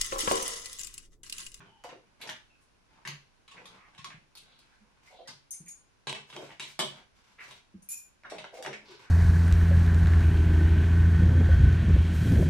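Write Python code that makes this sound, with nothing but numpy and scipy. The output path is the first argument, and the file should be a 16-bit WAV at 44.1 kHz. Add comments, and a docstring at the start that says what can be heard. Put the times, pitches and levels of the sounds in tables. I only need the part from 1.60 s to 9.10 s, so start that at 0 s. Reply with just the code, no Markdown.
"""A light knock, a soft thump and a gritty rub come first, as someone rummages through a kitchen drawer.
Utensils knock on plastic trays (noise impulses plus tray modes) and metal clinks (beating modes).
Things drag over the tray floor (filtered stick-slip pulses); short resonant noises (such pulses driving
a mode) are scrapes and parts of clinks; the cabinet thumps (decaying modes) over faint air (noise).
The small, hard-walled room adds a short reverberation, heard from a metre or so."""
import sys
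import numpy as np
from scipy import signal
from scipy.fft import rfft, irfft
from scipy.io import wavfile

SR = 44100
rng = np.random.default_rng(int(sys.argv[2]) if len(sys.argv) > 2 else 0)


def unload_audio(sound):
    """Save the sound as a 16-bit wav file, at the path given as the first command line argument."""
    columns = np.transpose(np.atleast_2d(sound))
    # keep every value between -1 and 1, then stretch to whole-number steps
    steps = np.round(np.clip(columns, -1, 1) * 32767)
    wavfile.write(sys.argv[1], SR, steps.astype(np.int16))


N = 330750  # samples, 7.5 s
TOP_HZ = 15100  # upper limit of the sound


def undb(db):
    """Amplitude ratio: 20 dB is a factor of ten."""
    return 10 ** (np.asarray(db) / 20)


def rms(x):
    """Effective value: root mean square of all samples."""
    return np.sqrt(np.mean(x ** 2)) + 1e-12


def seconds(length):
    """Uniform sampling: the sample times of a stretch of this length [s]."""
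    return np.arange(int(length * SR)) / SR


def fade(t, t60):
    """Viscous damping: exponential decay, 60 dB down after t60 [s]."""
    return np.exp(-np.log(1000) * t / max(t60, 1e-4))


def at_hz(table, hz):
    """Logarithmic pitch: interpolate (frequency, value) points on a log-frequency axis."""
    points, values = np.transpose(table)
    return np.interp(np.log(np.maximum(hz, 1)), np.log(points), values)


def band(x, lo, hi, order=3):
    """Causal Butterworth band-pass: maximally flat between two cut-offs [Hz]."""
    sos = signal.butter(order, [lo, min(hi, SR / 2 - 1)], "band", fs=SR, output="sos")
    return signal.sosfilt(sos, x)


def colour(x, spectrum, size=2048):
    """Minimum phase: folding the cepstrum of a (frequency, dB) spectrum gives a causal filter."""
    gain = undb(at_hz(spectrum, np.fft.rfftfreq(size, 1 / SR)))
    cepstrum = irfft(np.log(gain))
    cepstrum[1:size // 2] *= 2
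    cepstrum[size // 2 + 1:] = 0
    impulse = irfft(np.exp(rfft(cepstrum)))
    return signal.fftconvolve(x, impulse)[:len(x)]


def tilted(spectrum, db_per_octave):
    """Contact sharpness: a sharper contact lifts the treble of a spectrum, a blunter one lowers it."""
    return [(hz, db + db_per_octave * np.log2(max(hz, 400))) for hz, db in spectrum]


def boost(x, resonances):
    """Resonance: lift the bands where an object resonates and lower those between its modes."""
    for hz, width, db in resonances:
        x = x + (undb(db) - 1) * band(x, max(hz - width / 2, 30), hz + width / 2, order=1)
    return x


def ring(modes, t, scatter_db, detune):
    """Modal superposition: decaying sines, weighted differently by each contact point."""
    chance = rng.standard_normal((len(modes), 3))
    total = 0
    for (hz, db, t60), (size, shift, sign) in zip(modes, chance):
        amplitude = np.sign(sign) * undb(db + scatter_db * size)
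        total = total + amplitude * np.sin(2 * np.pi * hz * (1 + detune * shift) * t) * fade(t, t60)
    return total


def slips(count, rate, spread_db):
    """Stick-slip friction: tiny releases at random moments (rate per s), a few much bigger than the rest."""
    released = rng.random(count) < rate / SR
    direction = rng.choice([-1, 1], count)
    size_db = spread_db * np.minimum(rng.exponential(size=count), 4)
    x = released * direction * undb(size_db)
    return x / rms(x)


def diffuse(count, apart_hz=800):
    """Diffuse field: noise from all sides, more alike at the two microphones in the bass than above."""
    mid, side = rng.standard_normal((2, count))
    high_pass = signal.butter(1, apart_hz, "high", fs=SR, output="sos")
    side = 0.22 * side + 0.8 * signal.sosfilt(high_pass, side)
    return np.array([mid + side, mid - side])


def reverberation():
    """Frequency-dependent absorption: each octave of a noise tail dies at its own rate; unit energy."""
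    # decay time of the kitchen: (frequency [Hz], t60 [s])
    decay_times = [(120,0.29),(400,0.28),(1000,0.26),(3000,0.35),(7000,0.33),(13000,0.056)]
    t = seconds(.6)
    spectrum, hz = rfft(diffuse(len(t))), np.fft.rfftfreq(len(t), 1 / SR)
    octave = np.clip(np.log2(np.maximum(hz, 1) / 125), 0, 7)
    tail = 0
    for k in range(8):
        weight = np.maximum(1 - abs(octave - k), 0)  # overlapping triangles
        tail = tail + irfft(spectrum * weight, len(t)) * fade(t, at_hz(decay_times, 125 * 2 ** k))
    tail = tail * (1 - fade(t, 0.0054))  # reflections build up after the direct sound
    return tail / np.sqrt(np.sum(tail ** 2) / 2)


def in_kitchen(x, direct_db, tail):
    """Convolution with a room response: direct sound, up to 3 samples later on the right, plus its tail."""
    response = tail.copy()
    response[0, 0] += undb(direct_db)
    response[1, rng.integers(4)] += undb(direct_db)
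    return signal.fftconvolve(x[None], response, axes=1)[:, :len(x)]


def onset_level(x, db):
    """Onset level: scale a sound so that its first 25 ms have this rms level [dB]."""
    return x * undb(db) / rms(x[:, :SR // 40])


def add(out, s, sound):
    """Linear superposition: mix a stereo sound in at time s [s]."""
    start = max(int(s * SR), 0)
    out[:, start:start + sound.shape[1]] += sound[:, :N - start]


def room_tone():
    """Stationary diffuse noise: the faint steady air of the kitchen."""
    # spectrum of the air: (frequency [Hz], relative level [dB])
    air_spectrum = [(12, -31), (20, 2.5), (674, -15), (1080, -12.5), (1210, -17), (1550, -13.5),
                    (1830, -19), (2550, -17), (3360, -22), (5850, -23.5), (8380, -33), (9630, -27.5),
                    (15000, -55)]
    gain = undb(at_hz(air_spectrum, np.fft.rfftfreq(N, 1 / SR)))
    air = irfft(rfft(diffuse(N, apart_hz=25)) * gain, N)
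    return air / rms(air) * undb(-67)


def thumps(tails):
    """Forced, then free vibration: a soft push swells one low panel mode, which then dies away."""
    # bumps against the cabinet: (time [s], onset level [dB], mode [Hz], push length [s])
    bumps = [(0.0,-57.5,156,0.005),(1.478,-53,152,0.042),(2.385,-55.5,155,0.022),(2.54,-53,152,0.014),(3.20,-65,207,0.047),(3.998,-51.5,169,0.025),(4.004,-66,310,0.0073),(6.138,-47,198,0.035),(6.139,-65,88,0.048),(6.14,-59,327,0.0069)]
    out, t = np.zeros((2, N)), seconds(.5)
    for k, (s, db, hz, length) in enumerate(bumps):
        peak_s = length / 2  # the push is strongest halfway; the mode decays from there
        swell = np.sin(np.pi / 2 * np.minimum(t / peak_s, 1)) ** 2
        panel = np.sin(2 * np.pi * hz * t) * swell * fade(np.maximum(t - peak_s, 0), 0.066)
        wet = in_kitchen(panel, direct_db=0.5, tail=tails[k % len(tails)])
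        add(out, s, onset_level(wet, db))
    return out


def resonant_noises(tails):
    """Pulse-driven resonance: random pulses excite a mode whose frequency sags during each short noise."""
    # short resonant noises: edges scraping or squeaking over plastic, and noisy parts of the metal clinks:
    # (time [s], length [s], level [dB], midway resonance [Hz], resonance width [Hz])
    bursts = [(0.0,0.24,-71,3060,197), (0.0,0.27,-69.5,860,108), (0.238,0.019,-45,676,460),
              (0.322,0.012,-49,570,344), (0.345,0.036,-60,400,153), (0.613,0.015,-46,3500,1800),
              (0.63,.05,-53.5,640,500), (0.89,0.053,-71.5,2610,160), (1.0,0.046,-74.5,10700,3000),
              (1.36,0.034,-66,1045,300), (1.965,0.034,-52.5,2080,794), (1.965,0.07,-60.5,560,400),
              (2.14,.15,-64.5,1186,240), (2.17,0.11,-64,2140,600), (2.5,0.044,-54.5,2100,940),
              (2.86,0.15,-67.5,3730,1330), (3.11,0.067,-71,1610,149), (3.472,0.014,-61,2150,218),
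              (3.50,.059,-58,670,254), (3.52,0.13,-64.5,3600,1200), (3.585,0.036,-50.5,613,200),
              (3.655,0.037,-61,1970,220), (3.675,0.025,-50,5300,1500), (3.925,0.03,-68,2250,447),
              (4.06,0.035,-61.5,2270,496), (4.745,.072,-47,470,460), (4.762,0.022,-53,3180,200),
              (4.815,0.027,-48,436,450), (4.89,0.043,-59,815,387), (4.9,0.027,-54,2440,1300),
              (5.78,.052,-48,1980,950), (5.83,0.073,-61,1480,900), (6.29,0.031,-69,4800,1200),
              (6.29,.05,-46.5,10700,1800), (6.325,0.016,-56.5,2550,150), (6.64,0.0255,-49,1550,295),
              (6.714,0.016,-40,554,345), (6.745,0.015,-59,416,170), (6.922,0.027,-49,620,255),
              (6.965,0.084,-46.5,615,240), (7.065,0.012,-40,670,418), (7.105,0.018,-51.5,430,185),
              (7.25,0.13,-59,4030,2450), (7.28,0.079,-55,377,124), (7.44,0.091,-59,1700,910)]
    sag = 0.02  # share by which the resonance falls during a burst
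    out, t = np.zeros((2, N)), seconds(.6)
    for k, (s, length, db, hz, width_hz) in enumerate(bursts):
        progress = np.minimum(t / max(length, .005), 1)
        strength = np.sqrt(abs(np.sin(np.pi * progress)))
        push = slips(len(t), rate=1100, spread_db=3.0) * strength
        # shift the moving resonance to 0 Hz, low-pass there, and shift back
        turn = np.exp(2j * np.pi * np.cumsum(hz * (1 + sag * (.5 - progress))) / SR)
        low_pass = signal.butter(2, width_hz / 2, fs=SR, output="sos")
        tone = np.real(turn * signal.sosfilt(low_pass, push / turn))
        wet = in_kitchen(band(tone, 307, 6400), direct_db=-0.5, tail=tails[k % len(tails)])
        add(out, s, wet * undb(db) / rms(wet[:, progress < 1]))
    return out


def drag(tails):
    """Stick-slip under varying load: gritty slips of plastic on plastic follow the hand's pressure."""
    # strokes over the trays: (time [s], length [s], level [dB], brightness [dB per octave])
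    strokes = [(0.0,0.084,-62.5,-1.5), (0.33,0.52,-73,-3), (0.59,0.12,-54,1), (0.84,0.18,-80,3),
               (1.27,0.15,-67,0.5), (1.55,0.44,-80,1.5), (1.91,0.26,-59,0), (2.08,0.29,-64.5,0),
               (2.46,0.092,-63,-2), (2.8,0.17,-68,1), (2.99,0.22,-69.5,2.5), (3.24,0.19,-72,-0.5),
               (3.42,0.12,-63,5), (3.58,.2,-101,-15), (4.665,0.2,-54.5,3.5), (4.89,0.026,-54.5,2),
               (5.02,0.11,-57,7), (5.25,0.15,-57,1.5), (5.54,0.24,-67,3.5), (5.79,0.17,-55.5,4),
               (6.7,0.13,-55.5,.5), (6.92,0.057,-55,5), (7.09,0.18,-65,-3), (7.23,0.22,-57,2)]
    # spectrum of the rub before tilting: (frequency [Hz], relative level [dB])
    rub_spectrum = [(59, -61), (100, 9), (268, 1), (383, -1.5), (546, -3), (923, 1.5), (1240, -4.5),
                    (1560, -1), (1810, -9.5), (2180, -3), (2750, -9.5), (5600, -18), (15000, -38)]
    low_hz = 130  # the trays radiate little below this
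    swell, let_go_s = 0.05, 0.016  # pressure builds over this share of a stroke, holds, then drops
    out, t = np.zeros((2, N)), seconds(1)
    for k, (s, length, db, brightness) in enumerate(strokes):
        rise = t / (swell * length)
        drop = 1 - (t - length) / let_go_s
        pressure = np.clip(np.minimum(rise, drop), 0, 1)
        rub = pressure * slips(len(t), rate=900, spread_db=6)
        grit = colour(rub, tilted(rub_spectrum, brightness))
        wet = band(in_kitchen(grit, direct_db=-8.5, tail=tails[k % len(tails)]), low_hz, TOP_HZ)
        add(out, s, wet * undb(db) / rms(wet[:, t < length + let_go_s]))
    return out


def clinks(tails):
    """Beating of near-equal modes: metal meets metal, and loose contact chatters for a moment."""
    # metal contacts: (time [s], onset level [dB], utensil)
    contacts = [(0.238,-67,"wire"),(0.614,-56.5,"wire"),(0.690,-62,"wire"),(1.474,-58,"wire"),(2.055,-73,"wire"),(2.445,-71,"wire"),
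                (3.9075,-39,"spoon"),(3.924,-49,"ladle"),(4.058,-56.5,"ladle"),(4.082,-46,"ladle"),(4.092,-52,"ladle"),(4.135,-103,"ladle"),
                (6.222,-58.5,"spoon"),(6.288,-39.5,"fork"),(6.303,-44,"fork"),(6.316,-38.5,"fork"),(6.372,-47.5,"fork"),(6.462,-71,"fork"),(7.025,-63,"wire"),(7.025,-54,"ladle")]
    # modes of each utensil: (frequency [Hz], relative level [dB], t60 before further damping [s])
    metal = { "spoon": [(6223,-4,.15),(6681,-6,.13),(8800,3,.2),(9259,-12,.2),(10010,-6,.18),(10160,-8,.22),(10360,0,.16),(11120,-10,.1),(12880,-16,.2),(14040,-13,.14)],
             "ladle": [(6240,-12,.1),(6700,0,.24),(8810,-3,.2),(10250,-9,.15),(12880,-14,.17),(14040,-17,.14)],
             "fork": [(2428,-15,.25),(5604,-18,.2),(6282,-19,.2),(7004,-1,.2),(8791,-11,.2),(10310,-9,.2),(10945,0,.17),(11155,-5,.16),(12035,-4,.18),(12895,-6,.16),(14440,-14,.16)],
             "wire": [(9550,-4,.1),(11250,-3,.11),(11520,0,.14),(12900,-8,.12)]}
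    # where each piece lies: left minus right [dB]
    pan_db = {"spoon": 2, "ladle": 0, "fork": -1, "wire": 2}
    out, t = np.zeros((2, N)), seconds(.6)
    for k, (s, db, utensil) in enumerate(contacts):
        modes = metal[utensil]
        tone = ring(modes, t, scatter_db=1, detune=.0002) * fade(t, 1.2)
        # touching pieces of nearly the same shape ring close by and beat with it
        neighbours = sum(ring(modes, t, scatter_db=2, detune=.012) for _ in range(3))
        rattle = band(slips(len(t), rate=4000, spread_db=1.5), 6000, 10500, order=2)
        chatter = undb(1) * rattle * fade(t, .15)
        jingle = tone + undb(-7) * neighbours * fade(t, .4) + chatter
        place = undb(pan_db[utensil] * np.array([[1], [-1]]) / 2)
        wet = in_kitchen(jingle, direct_db=-2.0, tail=tails[k % len(tails)])
        add(out, s, onset_level(place * wet, db))
    return out


def knocks(tails):
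    """Impact excitation: a contact cracks, the utensil buzzes briefly, tray modes ring and the drawer booms."""
    # utensil blows: (time [s], onset level [dB], brightness [dB per octave],
    # hardness [dB], which is the direct level against the reverberation)
    blows = [(0.004,-54,-7.5,-5.5), (0.238,-49.5,-0.5,-6), (0.29,-50,-5.5,-8), (0.613,-47.5,-0.5,-12),
             (0.673,-47.5,1.5,-6), (0.691,-39,-1.5,-4.5), (0.697,-46,0,6), (1.451,-42,-1.3,-5.5),
             (1.475,-39,1.6,-3.5), (1.497,-50.5,-4,-9), (1.879,-55,4.5,-6), (1.912,-53,4,-10),
             (1.938,-62,-5,-13), (2.056,-51,6.5,-5.5), (2.349,-63,3.5,1), (2.379,-50,3.5,-9),
             (2.444,-41.5,4.5,-1), (2.504,-53,0,1), (2.752,-53,1.5,-4), (2.772,-52.5,3.5,-5.5),
             (2.99,-62.5,0.5,-2), (3.673,-46.5,-1,-18), (4.470,-35,-1.3,-6), (4.495,-38,1.5,.5),
             (4.5275,-39.5,0,14), (4.544,-43,-1.5,-21), (4.701,-53,2.5,0), (4.727,-49,-1.3,-4.5),
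             (4.764,-46,0,7.5), (4.826,-56,-10,6), (4.997,-43.5,2.5,7), (5.002,-40,2,-2.5),
             (5.022,-43.5,1.5,-10), (5.191,-28.5,-1.8,-5.5), (5.201,-34.5,-1.5,-2.5), (5.881,-62,-1.5,0),
             (5.91,-51,-0.5,-3), (6.635,-59.5,-3.5,3), (6.649,-49,-6.5,-13), (6.698,-48.5,5.2,-14),
             (6.719,-58,-.5,5), (6.783,-43.5,0,-4.5), (6.842,-44.5,-3,-1), (7.025,-46.5,5.5,-3),
             (7.049,-41,-3.5,-3), (7.062,-39,-0.6,0.5), (7.075,-44,-14.5,3), (7.13,-41.5,-.5,-6.5)]
    # spectrum of a blow before tilting: (frequency [Hz], relative level [dB])
    blow_spectrum = [(60,-16),(140,4),(270,-5),(400,-10),(900,0),(1500,-0.5),(3200,-1),(4700,-5),(7500,-9.5),(10000,-12.5),(11500,-24.5),(15000,-35)]
    # modes of the loaded tray and drawer: (frequency [Hz], relative level [dB], t60 [s])
    tray_modes = [(120,-12,0.21),(142,-4,0.24),(212,-11.5,0.47),(361.8,4.5,0.19),(395.5,2.5,0.32),(624.4,3.5,0.15),(913,-1.5,0.069),(970,-1,0.069),(1110,-11.5,0.24),
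                  (2990,-2,0.2),(3120,-4,0.084),(3315,2.5,0.16),(3414,-0.5,0.067),(3770,8,0.08)]
    # the utensil in hand from each time on: (time [s], how hard its weight shakes the drawer [dB],
    # its broad peaks and dips as a list of (frequency [Hz], width [Hz], gain [dB]))
    in_hand = [(0, -5, [(1050,150,4.5),(2210,1550,14),(6170,2200,6),(12900,2800,15.5)]),
               (1.2, 13.5, [(1050,240,10.5),(2250,1050,16),(6100,1900,8),(13000,3000,15)]),
               (1.8, 8.5, [(1100,73,21),(2430,1600,10.5),(11600,2000,-5)]),
               (2.7, 8.5, [(1300,230,6),(2710,190,7),(4420,810,9),(14200,2400,22.5)]),
               (4.4, 1.5, [(382,140,10),(1010,110,6),(2640,420,7.5),(4040,370,2.5),(9350,560,1.5)]),
               (5.1, -5, [(580,140,8),(2100,900,-7),(3340,900,4),(9400,530,4.5),(12800,1340,18)]),
               (6.6, -6.5, [(592,51,16),(1860,920,13),(5670,180,8.5),(9000,1300,2)])]
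    drawer_hz, drawer_width_hz = 147, 180  # the boom of the drawer box
    low_hz = 115  # the trays radiate little below this
    out, t = np.zeros((2, N)), seconds(.6)
    for k, (s, db, brightness, hardness_db) in enumerate(blows):
        # a square blow is one sharp pulse; a glancing one chatters and is heard mostly through the room
        buzz = undb(-23.0 - hardness_db) * fade(t, 0.069)
        envelope = (fade(t, .007) + buzz) * (1 - fade(t, .003))
        crack = rng.standard_normal(len(t)) * envelope
        tray = undb(-30.5) * ring(tray_modes, t, scatter_db=2, detune=0.0025)
        _, weight_db, resonances = [utensil for utensil in in_hand if utensil[0] <= s][-1]
        struck = boost(crack, resonances) + tray
        blow = boost(struck, [(drawer_hz, drawer_width_hz, weight_db)])
        coloured = colour(blow, tilted(blow_spectrum, brightness))
        wet = in_kitchen(coloured, hardness_db, tails[k % len(tails)])
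        add(out, s, onset_level(band(wet, low_hz, TOP_HZ, order=4), db))
    return out


def scene():
    """Superposition of sources: twelve spots in the drawer each reach the walls by their own paths."""
    tails = [reverberation() for _ in range(12)]
    background = room_tone() + thumps(tails)
    return background + resonant_noises(tails) + drag(tails) + clinks(tails) + knocks(tails)


def record(dry):
    """Transducer response: each microphone has its own slight colour, and the top is cut steeply."""
    # microphone balance: (frequency [Hz], left minus right [dB])
    balance = [(60, -21), (110, 1.5), (200, 0), (380, 1.0), (700, -1), (1290, -1), (2380, -0.5),
               (4400, 0.5), (8120, 1.5), (15000, -2)]
    lean_db = at_hz(balance, np.maximum(np.fft.rfftfreq(N, 1 / SR), 95))  # constant below 95 Hz
    heard = irfft(rfft(dry) * undb(np.array([lean_db, -lean_db]) / 2), N)
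    low_pass = signal.ellip(8, .2, 70, TOP_HZ, fs=SR, output="sos")
    return signal.sosfilt(low_pass, heard)


dry = scene()
out = record(dry)
unload_audio(out)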